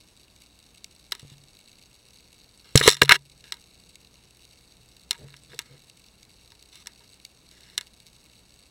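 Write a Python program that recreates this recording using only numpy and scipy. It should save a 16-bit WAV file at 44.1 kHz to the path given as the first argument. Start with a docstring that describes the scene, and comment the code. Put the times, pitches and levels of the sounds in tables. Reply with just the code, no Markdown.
"""Distant shrimp crackle through the water over a camera's own hiss, hum and thin whine; then a crab attacks.
The small camera sits in a plastic housing just above the seabed, its microphone behind the housing wall.
Claws and legs tap, knock and scrape at no distance at all: clicks and stick-slip noise ring the shell's modes.
Shoves swing the housing on its mount, as decaying low tones; shrimp are clicks and noise through wall resonances.
The hardest knocks overload the recorder, which briefly lowers its gain and clips what is still too loud."""
import sys
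import numpy as np
from scipy import signal
from scipy.fft import rfft, irfft
from scipy.io import wavfile
from scipy.ndimage import uniform_filter1d, minimum_filter1d

SR = 44100
rng = np.random.default_rng(int(sys.argv[2]) if len(sys.argv) > 2 else 0)


def wav_out(sig):
    """Save sig, one row per channel (or a flat mono array), as 16-bit PCM at SR to the path in sys.argv[1]."""
    wavfile.write(sys.argv[1], SR, np.round(np.clip(np.atleast_2d(sig).T, -1, 1) * 32767).astype(np.int16))


N = 383669  # length in samples

# amplifier hiss, relative spectrum: (frequency [Hz], density [dB per Hz])
HISS_SPECTRUM = [(12, -36), (25, -7.5), (65, -5.5), (200, -9), (530, -16.5), (1400, -23.5), (4000, -27),
                 (9000, -30.5), (16400, -41)]
HISS_RMS_DB = -61.5
# partials of the hum: (multiple of HUM_HZ, relative level [dB])
HUM_PARTIALS = [(1, -1), (2, -5), (3, -10), (5, -22), (7, -14.5), (8, -14.5)]
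HUM_HZ = 59.94
# course of the hum: (time [s], rms of a partial listed at 0 dB [dB])
HUM_COURSE = [(0, -69.5), (1.5, -72.5), (2, -71), (3.4, -65.5), (6.3, -68), (7.2, -68.5), (8.7, -67)]
# thin high tones from the camera: (frequency [Hz], rms level [dB])
WHINE_TONES = [(15735, -95), (15615, -101)]

# the nearest shrimp snaps, before their random colour: (time [s], peak level [dB])
NEAR_SNAPS = [(0.4185, -41), (0.5892, -41.5), (0.7791, -39), (0.8429, -25), (1.55, -42.5), (1.785, -42),
              (2.3279, -40), (3.297, -39), (3.9549, -32.5), (4.451, -37.5), (4.966, -40.5), (5.897, -36.5),
              (6.229, -36.5), (6.625, -36), (7.1414, -38.5), (7.2497, -25.5), (7.512, -39.5), (7.6066, -39),
              (7.8684, -39.5), (8.001, -38), (8.0654, -36.5)]
# resonances of the wall between water and microphone: (centre [Hz], width of one filter pass [Hz], level [dB])
WALL_BANDS = [(2264, 230, -5.5), (2739.5, 450, -4), (3905, 600, -1), (4486.9, 490, -2.5), (5595, 700, -7),
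              (6502.1, 350, -7.5), (8029.8, 610, -6), (8586.3, 600, -9.5), (10048, 800, -14),
              (11455, 900, -16.5), (14135, 4000, -22)]
CRACKLE_PER_S, CRACKLE_RMS_DB, FAR_RMS_DB = 300, -60, -67.5
CRACKLE_SPREAD_DB = 4.5  # scale of the exponential spread in snap size
CRACKLE_COLOUR_DB = 3.5  # each snap reaches the wall with its own colour: deviation per band
ECHO_S, TAIL_S, TAIL_DB = 0.0028, .014, -16  # decay constants of a snap's smear and of its fainter tail

# claws and legs striking the housing: (time [s], peak level [dB], hardness [dB per octave], contact [ms])
TAPS = [(1.12, -13, 1, 2.9443), (1.15, -29, 0, 2.114), (1.194, -33.5, 6, 4.93), (2.755, -5.5, -8.5, 0.6753),
        (2.757, 0, 43.5, 2.526), (2.7743, 3.5, 11.5, 4.368), (2.811, -4.5, -22, 3.809),
        (2.8764, 11, -3, 1.906), (2.967, -21.5, 0.5, 2.41), (3.0147, -5, -11.5, 1.858),
        (3.0174, 9.5, -8.5, 3.387), (3.031, -8, 14, 3.01), (3.078, -22, -10.5, 3.644),
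        (3.0921, 7, -8.5, 2.8676), (3.1199, 9.5, -11.5, 2.5), (3.44, -37.5, -1.5, 1.28),
        (3.521, -15.5, 2, 2.579), (3.541, -30, 2, 1.32), (5.109, -5.5, 3.5, 0.5052),
        (5.129, -27.5, 1, 1.536), (5.178, -42.5, 3, 3.27), (5.283, -43, -1, 1.6331),
        (5.34, -34.5, -9.5, 1.1876), (5.368, -37.5, 9, 1.25), (5.518, -40, -5.5, 1.3),
        (5.532, -36, -14.5, 1.104), (5.545, -38, 12, 2.4), (5.59, -14, 1.5, 1.31),
        (5.6163, -37, 16, 1.0031), (6.519, -37.0, 1, 1.4184), (6.755, -33, 5, 2.034),
        (6.859, -34.5, -2, 1.37), (6.8705, -21.0, 4.5, 0.963), (7.778, -6, 4, 1.3258),
        (7.81, -25, 3.5, 1.1345)]
# a claw chattering to rest:
# (start [s], length [s], peak at start [dB], peak at end [dB], hardness [dB per octave])
CHATTERS = [(2.787, 0.015032, -9, -11, 12.5), (2.885, .068, 2, -22, 8), (3.043, .016, -17, -19.5, 1.5),
            (5.139, .016, -34.5, -40.5, -5.5)]
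CHATTER_GAP_S, CHATTER_CONTACT_MS = .009, 2.9  # mean gap between ticks
# every tap bounces once, softer, then the claw slides off; levels are relative to the tap
REBOUND_S, REBOUND_DB, REBOUND_SOFTER_DB = .0065, -16, -4
SLIDE_S, SLIDE_DB, SLIDE_FADE_DB, SLIDE_HARDNESS_DB = 0.084, -30, -28, -8.5
SLIDE_TOP_DB = -42  # a slide starts no louder than this
# short notes, most of them just after a tap: (time [s], level before onset and decay [dB])
NOTES = [(1.125, -43.5), (3.528, -44), (5.114, -39.5), (5.15, -43.5), (5.596, -44), (6.52, -52),
         (6.872, -47), (7.005, -52)]
NOTE_HZ, NOTE_T60_S = 937.32, 0.06435

# modes of the plastic shell, before damping and spot: (frequency [Hz], relative level [dB], t60 [s])
SHELL_MODES = [(383.3, -21, .06), (970.52, -20.5, .09), (1256.2, -14.5, 0.037), (1668.7, -9.5, 0.032),
               (1943.4, -10, 0.03), (2161.8, -9.5, .04), (2840.1, -6, 0.034), (3328.1, -8.5, .025),
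               (3618, -2.5, .035), (4081.9, 0.5, .025), (4504, -8, 0.009), (5121.5, -5.5, 0.012),
               (5590, -4.5, .03), (6435, -17, .025), (6755.6, -15.5, 0.024), (7880, -6.5, 0.02),
               (8925, -19, .015), (9990, -8, 0.016), (11300, -25, .01), (13471, -21, .008),
               (15246, -25.5, .008)]
WET_CYCLES, FREE_DB = 5.5, -14  # water and claw damp the first swings fast; this share rings on
# sand and countless small modes crunch on after each click:
# level relative to the modes (hardness 0 or more), decay constant, upper band edge
GRIT_DB, GRIT_S, GRIT_HZ = -9, .0028, 7115

# claws dragged over the housing, levels relative:
# (start [s], end [s], level at start [dB], level at end [dB], hardness [dB per octave])
SCRAPES = [(1.168, 1.346, -60, -55, -1.5), (2.643, 2.758, -53, -57, -0.5), (2.757, 2.833, -21, -31.5, -1),
           (2.826, 2.888, -13.5, -13.5, 1), (2.873, 2.952, -17, -32, -0.5), (2.966, 3.011, -37, -54, -2),
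           (3.068, 3.093, -42.5, -31.5, -15), (3.095, 3.112, -10, -12, -16),
           (3.109, 3.121, -1.5, -2.5, -17), (3.117, 3.165, -16.5, -19, -5.5),
           (3.439, 3.506, -50.5, -54.5, -1.5), (5.177, 5.362, -62.5, -66, -14.5),
           (5.494, 5.582, -51, -58.5, -1), (5.5, 5.7, -67.5, -68.5, 19), (5.656, 5.778, -58, -56.5, -4),
           (6.725, 6.827, -48.5, -52, 1), (7.0, 7.05, -58.5, -62, -5), (7.5, 7.76, -58, -54.5, -1.5)]

# shoves that rock the whole camera, levels before the push smooths them:
# (time [s], thump [dB], ring [dB], knock [dB], push [ms])
SHOVES = [(1.229, -39, -50.5, -42.5, 1.7), (1.249, -39.5, -52.5, -49.5, 0.69), (1.317, -46, -44.5, -57, 2),
          (2.7545, 0, -28, -3, 0.85), (2.811, -26.5, -42.5, -10.5, 0.76), (2.859, -31.5, -36.5, -11.5, 1.2),
          (2.8773, -22.5, -36, 9, .6), (3.0207, -19.5, -25, -3, 1), (3.033, -22.5, -38, -10.5, 1),
          (3.0942, -22.5, -37, -15, 1), (3.117, -33, -44.5, -22, 1.1), (3.42, -49, -64.5, -57.5, 56),
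          (5.16, -38.5, -44.5, -35, 137), (5.458, -57.5, -49.5, -47, 110), (5.523, -59, -70.5, -34, 36),
          (5.67, -50, -45.5, -41, 130)]
# swings of the mount, rows thump, ring, sway, knock: (frequency [Hz], t60 [s])
MOUNT_MODES = [(135, 0.057), (140, 0.6), (240, 0.018), (446, 0.024)]
SWAY_DB = -3  # the sway follows the thump, this far below it

DUCK_DB, DUCK_HOLD_S, DUCK_ABOVE = -2.5, 0.18, 0.68  # gain step, hold, and the peak that triggers it
TOP_HZ = 15950  # the recorder's upper limit


def undb(db):
    """Decibels to an amplitude factor."""
    return 10 ** (np.asarray(db) / 20)


def level(x, db):
    """Scale a sound to an rms level in dB."""
    return x * undb(db) / np.sqrt(np.mean(x ** 2))


def add(track, sound, s):
    """Mix a sound into the track from time s."""
    i = int(s * SR)
    track[i:i + len(sound)] += sound[:len(track) - i]


def ring(hz, t60, seconds):
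    """Free decay of one mode, or of a column of modes."""
    t = np.arange(int(seconds * SR)) / SR
    return np.sin(2 * np.pi * hz * t) * np.exp(-np.log(1000) * t / t60)


def burst(noise, shape):
    """Noise under an envelope, with an even spectrum: a click smeared in time but not coloured."""
    for _ in range(3):  # flatten the spectrum and restore the envelope in turn
        tones = rfft(noise * shape)
        noise = irfft(tones / np.abs(tones), len(noise)) / np.sqrt(shape + 1e-3)
    return noise * shape


def camera():
    """Amplifier hiss as shaped noise, a hum at the frame rate and a thin whine, both sums of sines."""
    t = np.arange(N) / SR
    f = np.arange(N // 2 + 1) * SR / N + 1  # 1 Hz up, so the logarithm exists
    hz, db = np.transpose(HISS_SPECTRUM)
    spectrum = undb(np.interp(np.log(f), np.log(hz), db))
    hiss = irfft(rfft(rng.standard_normal(N)) * spectrum, N)
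    hum = sum(undb(d) * np.sin(2 * np.pi * (k * HUM_HZ * t + rng.random())) for k, d in HUM_PARTIALS)
    hum = hum * undb(np.interp(t, *np.transpose(HUM_COURSE)))
    whine = sum(undb(d) * np.sin(2 * np.pi * w * t) for w, d in WHINE_TONES)
    return level(hiss, HISS_RMS_DB) + np.sqrt(2) * (hum + whine)  # sqrt 2: rms to sine peak


def shrimp():
    """Near snaps, a random crackle and the blur of far ones, all coloured by the housing wall."""
    count = int(CRACKLE_PER_S * N / SR)
    places = rng.integers(0, N, count)
    sizes = undb(CRACKLE_SPREAD_DB * np.minimum(rng.exponential(size=count), 3))
    t = np.arange(1600) / SR
    fade = np.exp(-t / ECHO_S) + undb(TAIL_DB) * np.exp(-t / TAIL_S)
    echo = burst(rng.standard_normal(len(t)), fade)  # sand and surface smear every snap
    near, crackle, far = 0, 0, 0
    at, near_db = np.transpose(NEAR_SNAPS)
    for hz, width, db in WALL_BANDS:
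        b, a = (np.convolve(c, c) for c in signal.iirpeak(hz, hz / width, SR))  # twice: steep flanks
        clicks = np.zeros((2, N))
        clicks[0, (at * SR).astype(int)] = undb(near_db + 2.5 * rng.standard_normal(len(at)))
        colour = undb(CRACKLE_COLOUR_DB * rng.standard_normal(count))
        clicks[1, places] = sizes * colour * rng.choice([-1, 1], size=count)
        sources = np.vstack([clicks, rng.standard_normal(N)])
        near_band, crackle_band, far_band = undb(db) * signal.lfilter(b, a, sources)
        near, crackle, far = near + near_band, crackle + crackle_band, far + far_band
    near, crackle = signal.fftconvolve([near, crackle], echo[None], axes=1)[:, :N]
    near = near * undb(near_db.max()) / np.abs(near).max()
    return near + level(crackle, CRACKLE_RMS_DB) + level(far, FAR_RMS_DB)


def shell(hardness_db, spot):
    """The shell's answer to a click; each spot wakes the modes a little differently."""
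    hz, db, t60 = np.array(SHELL_MODES).T[:, :, None]
    spot_level, spot_pitch = spot[0][:, None], spot[1][:, None]
    # the contact favours modes about an octave above (hard) or below (soft) the middle
    slope_db = hardness_db * np.log2(hz / 3500)
    tilt_db = np.minimum(slope_db, (3 * abs(hardness_db) - slope_db) / 2)
    gain = undb(db + tilt_db + 2.5 * spot_level)
    gain[::2] *= -1  # neighbouring modes swing against each other
    t = np.arange(int(.08 * SR)) / SR
    damping = np.exp(-t * hz / WET_CYCLES) + undb(FREE_DB)
    t60 = np.clip(t60, .005, 120 / hz)  # plastic never rings past about 120 cycles
    modes = np.sum(gain * damping * ring(hz * (1 + .01 * spot_pitch), t60, .08), axis=0)
    grit_band = signal.butter(1, [1500, GRIT_HZ], "band", fs=SR)
    grit = signal.lfilter(*grit_band, rng.standard_normal(len(t))) * np.exp(-t / GRIT_S)
    grit_gain = undb(GRIT_DB + 0.55 * min(hardness_db, 0))  # soft contacts crunch less
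    modes += grit * grit_gain * np.sqrt(np.sum(modes ** 2) / np.sum(grit ** 2))
    return signal.sosfilt(signal.butter(2, 300, "high", fs=SR, output="sos"), modes)


def strikes():
    """All contacts: taps, their rebounds, and chatters of unevenly spaced, fading ticks."""
    rebounds = [(s + REBOUND_S, db + REBOUND_DB, hardness_db + REBOUND_SOFTER_DB, ms)
                for s, db, hardness_db, ms in TAPS]
    rows = TAPS + rebounds
    for start, length, db0, db1, hardness_db in CHATTERS:
        times = np.cumsum(CHATTER_GAP_S * (.5 + rng.random(20))) - CHATTER_GAP_S / 2
        for s in times[times < length]:
            rows.append((start + s, db0 + (db1 - db0) * s / length, hardness_db, CHATTER_CONTACT_MS))
    return rows


def taps():
    """A click smeared over the contact rings the shell; short decaying notes are added."""
    out, t, rows = np.zeros(N), np.arange(600) / SR, strikes()
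    spots = rng.standard_normal((100, 2, len(SHELL_MODES)))
    rattles = rng.standard_normal((100, 600))
    for (s, db, hardness_db, ms), spot, rattle in zip(rows, spots, rattles):
        u = 3 * t / (max(ms, .2) / 1000)  # pressure peaks a third of the way through the contact
        click = burst(rattle, u * np.exp(1 - u))
        tap = signal.fftconvolve(click, shell(hardness_db, spot))
        add(out, tap * undb(db) / np.abs(tap).max(), s)
    onset = np.minimum(np.arange(SR // 10) / (.006 * SR), 1)
    for s, db in NOTES:
        add(out, undb(db) * ring(NOTE_HZ, NOTE_T60_S, .1) * onset, s)
    return out


def scrapes():
    """Stick-slip: dense uneven clicks into the same shell modes, for drags and for slides after taps."""
    slides = []
    for s, tap_db, _, _ in TAPS:
        db = min(tap_db + SLIDE_DB, SLIDE_TOP_DB)
        slides.append((s, s + SLIDE_S, db, db + SLIDE_FADE_DB, SLIDE_HARDNESS_DB))
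    out = np.zeros(N)
    for start, end, db0, db1, hardness_db in SCRAPES + slides:
        count = int((end - start) * SR)
        slips, wobble = rng.standard_normal((2, N // 20))[:, :count]
        grip_db = 30 * uniform_filter1d(wobble, size=150)  # wanders by about 2.5 dB
        drag = slips * np.sqrt(np.abs(slips)) * undb(grip_db + np.linspace(db0, db1, count))
        answer = shell(hardness_db, rng.standard_normal((2, len(SHELL_MODES))))
        add(out, signal.fftconvolve(drag / 2, answer / np.sqrt(np.sum(answer ** 2))), start)
    return out


def shoves():
    """A short push sets the camera swinging on its mount; a long one judders as it slides."""
    out = np.zeros(N)
    for s, thump_db, ring_db, knock_db, ms in SHOVES:
        dbs = thump_db, ring_db, thump_db + SWAY_DB, knock_db
        push = np.hanning(int(max(ms, .2) * SR / 1000) + 2)
        judder = rng.standard_normal(N // 20)[:len(push)] * push
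        push = push / push.sum() if ms < 10 else judder / np.sqrt(np.sum(judder ** 2))
        swing = sum(undb(db) * ring(hz, t60, 1) for db, (hz, t60) in zip(dbs, MOUNT_MODES))
        add(out, signal.fftconvolve(push, swing), s)
    return signal.sosfilt(signal.butter(1, 60, "high", fs=SR, output="sos"), out)


def scene():
    """Everything that reaches the recorder, on one channel."""
    return (taps() + scrapes() + shoves() + shrimp() + camera())[None]


def record(dry):
    """After each peak over DUCK_ABOVE the gain steps down and holds; the result clips, then the top is cut."""
    hold = int(DUCK_HOLD_S * SR)
    recent = -minimum_filter1d(-np.abs(dry), hold, origin=(hold - 1) // 2)  # highest peak within the hold
    step = undb(DUCK_DB * (recent > DUCK_ABOVE)) - 1
    gain = signal.lfilter([.004], [1, -.996], step) + 1  # eases in and out over some milliseconds
    wet = np.clip(dry * gain, -.93, .93)
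    return signal.sosfilt(signal.ellip(10, .2, 90, TOP_HZ, fs=SR, output="sos"), wet)


dry = scene()
out = record(dry)
wav_out(out)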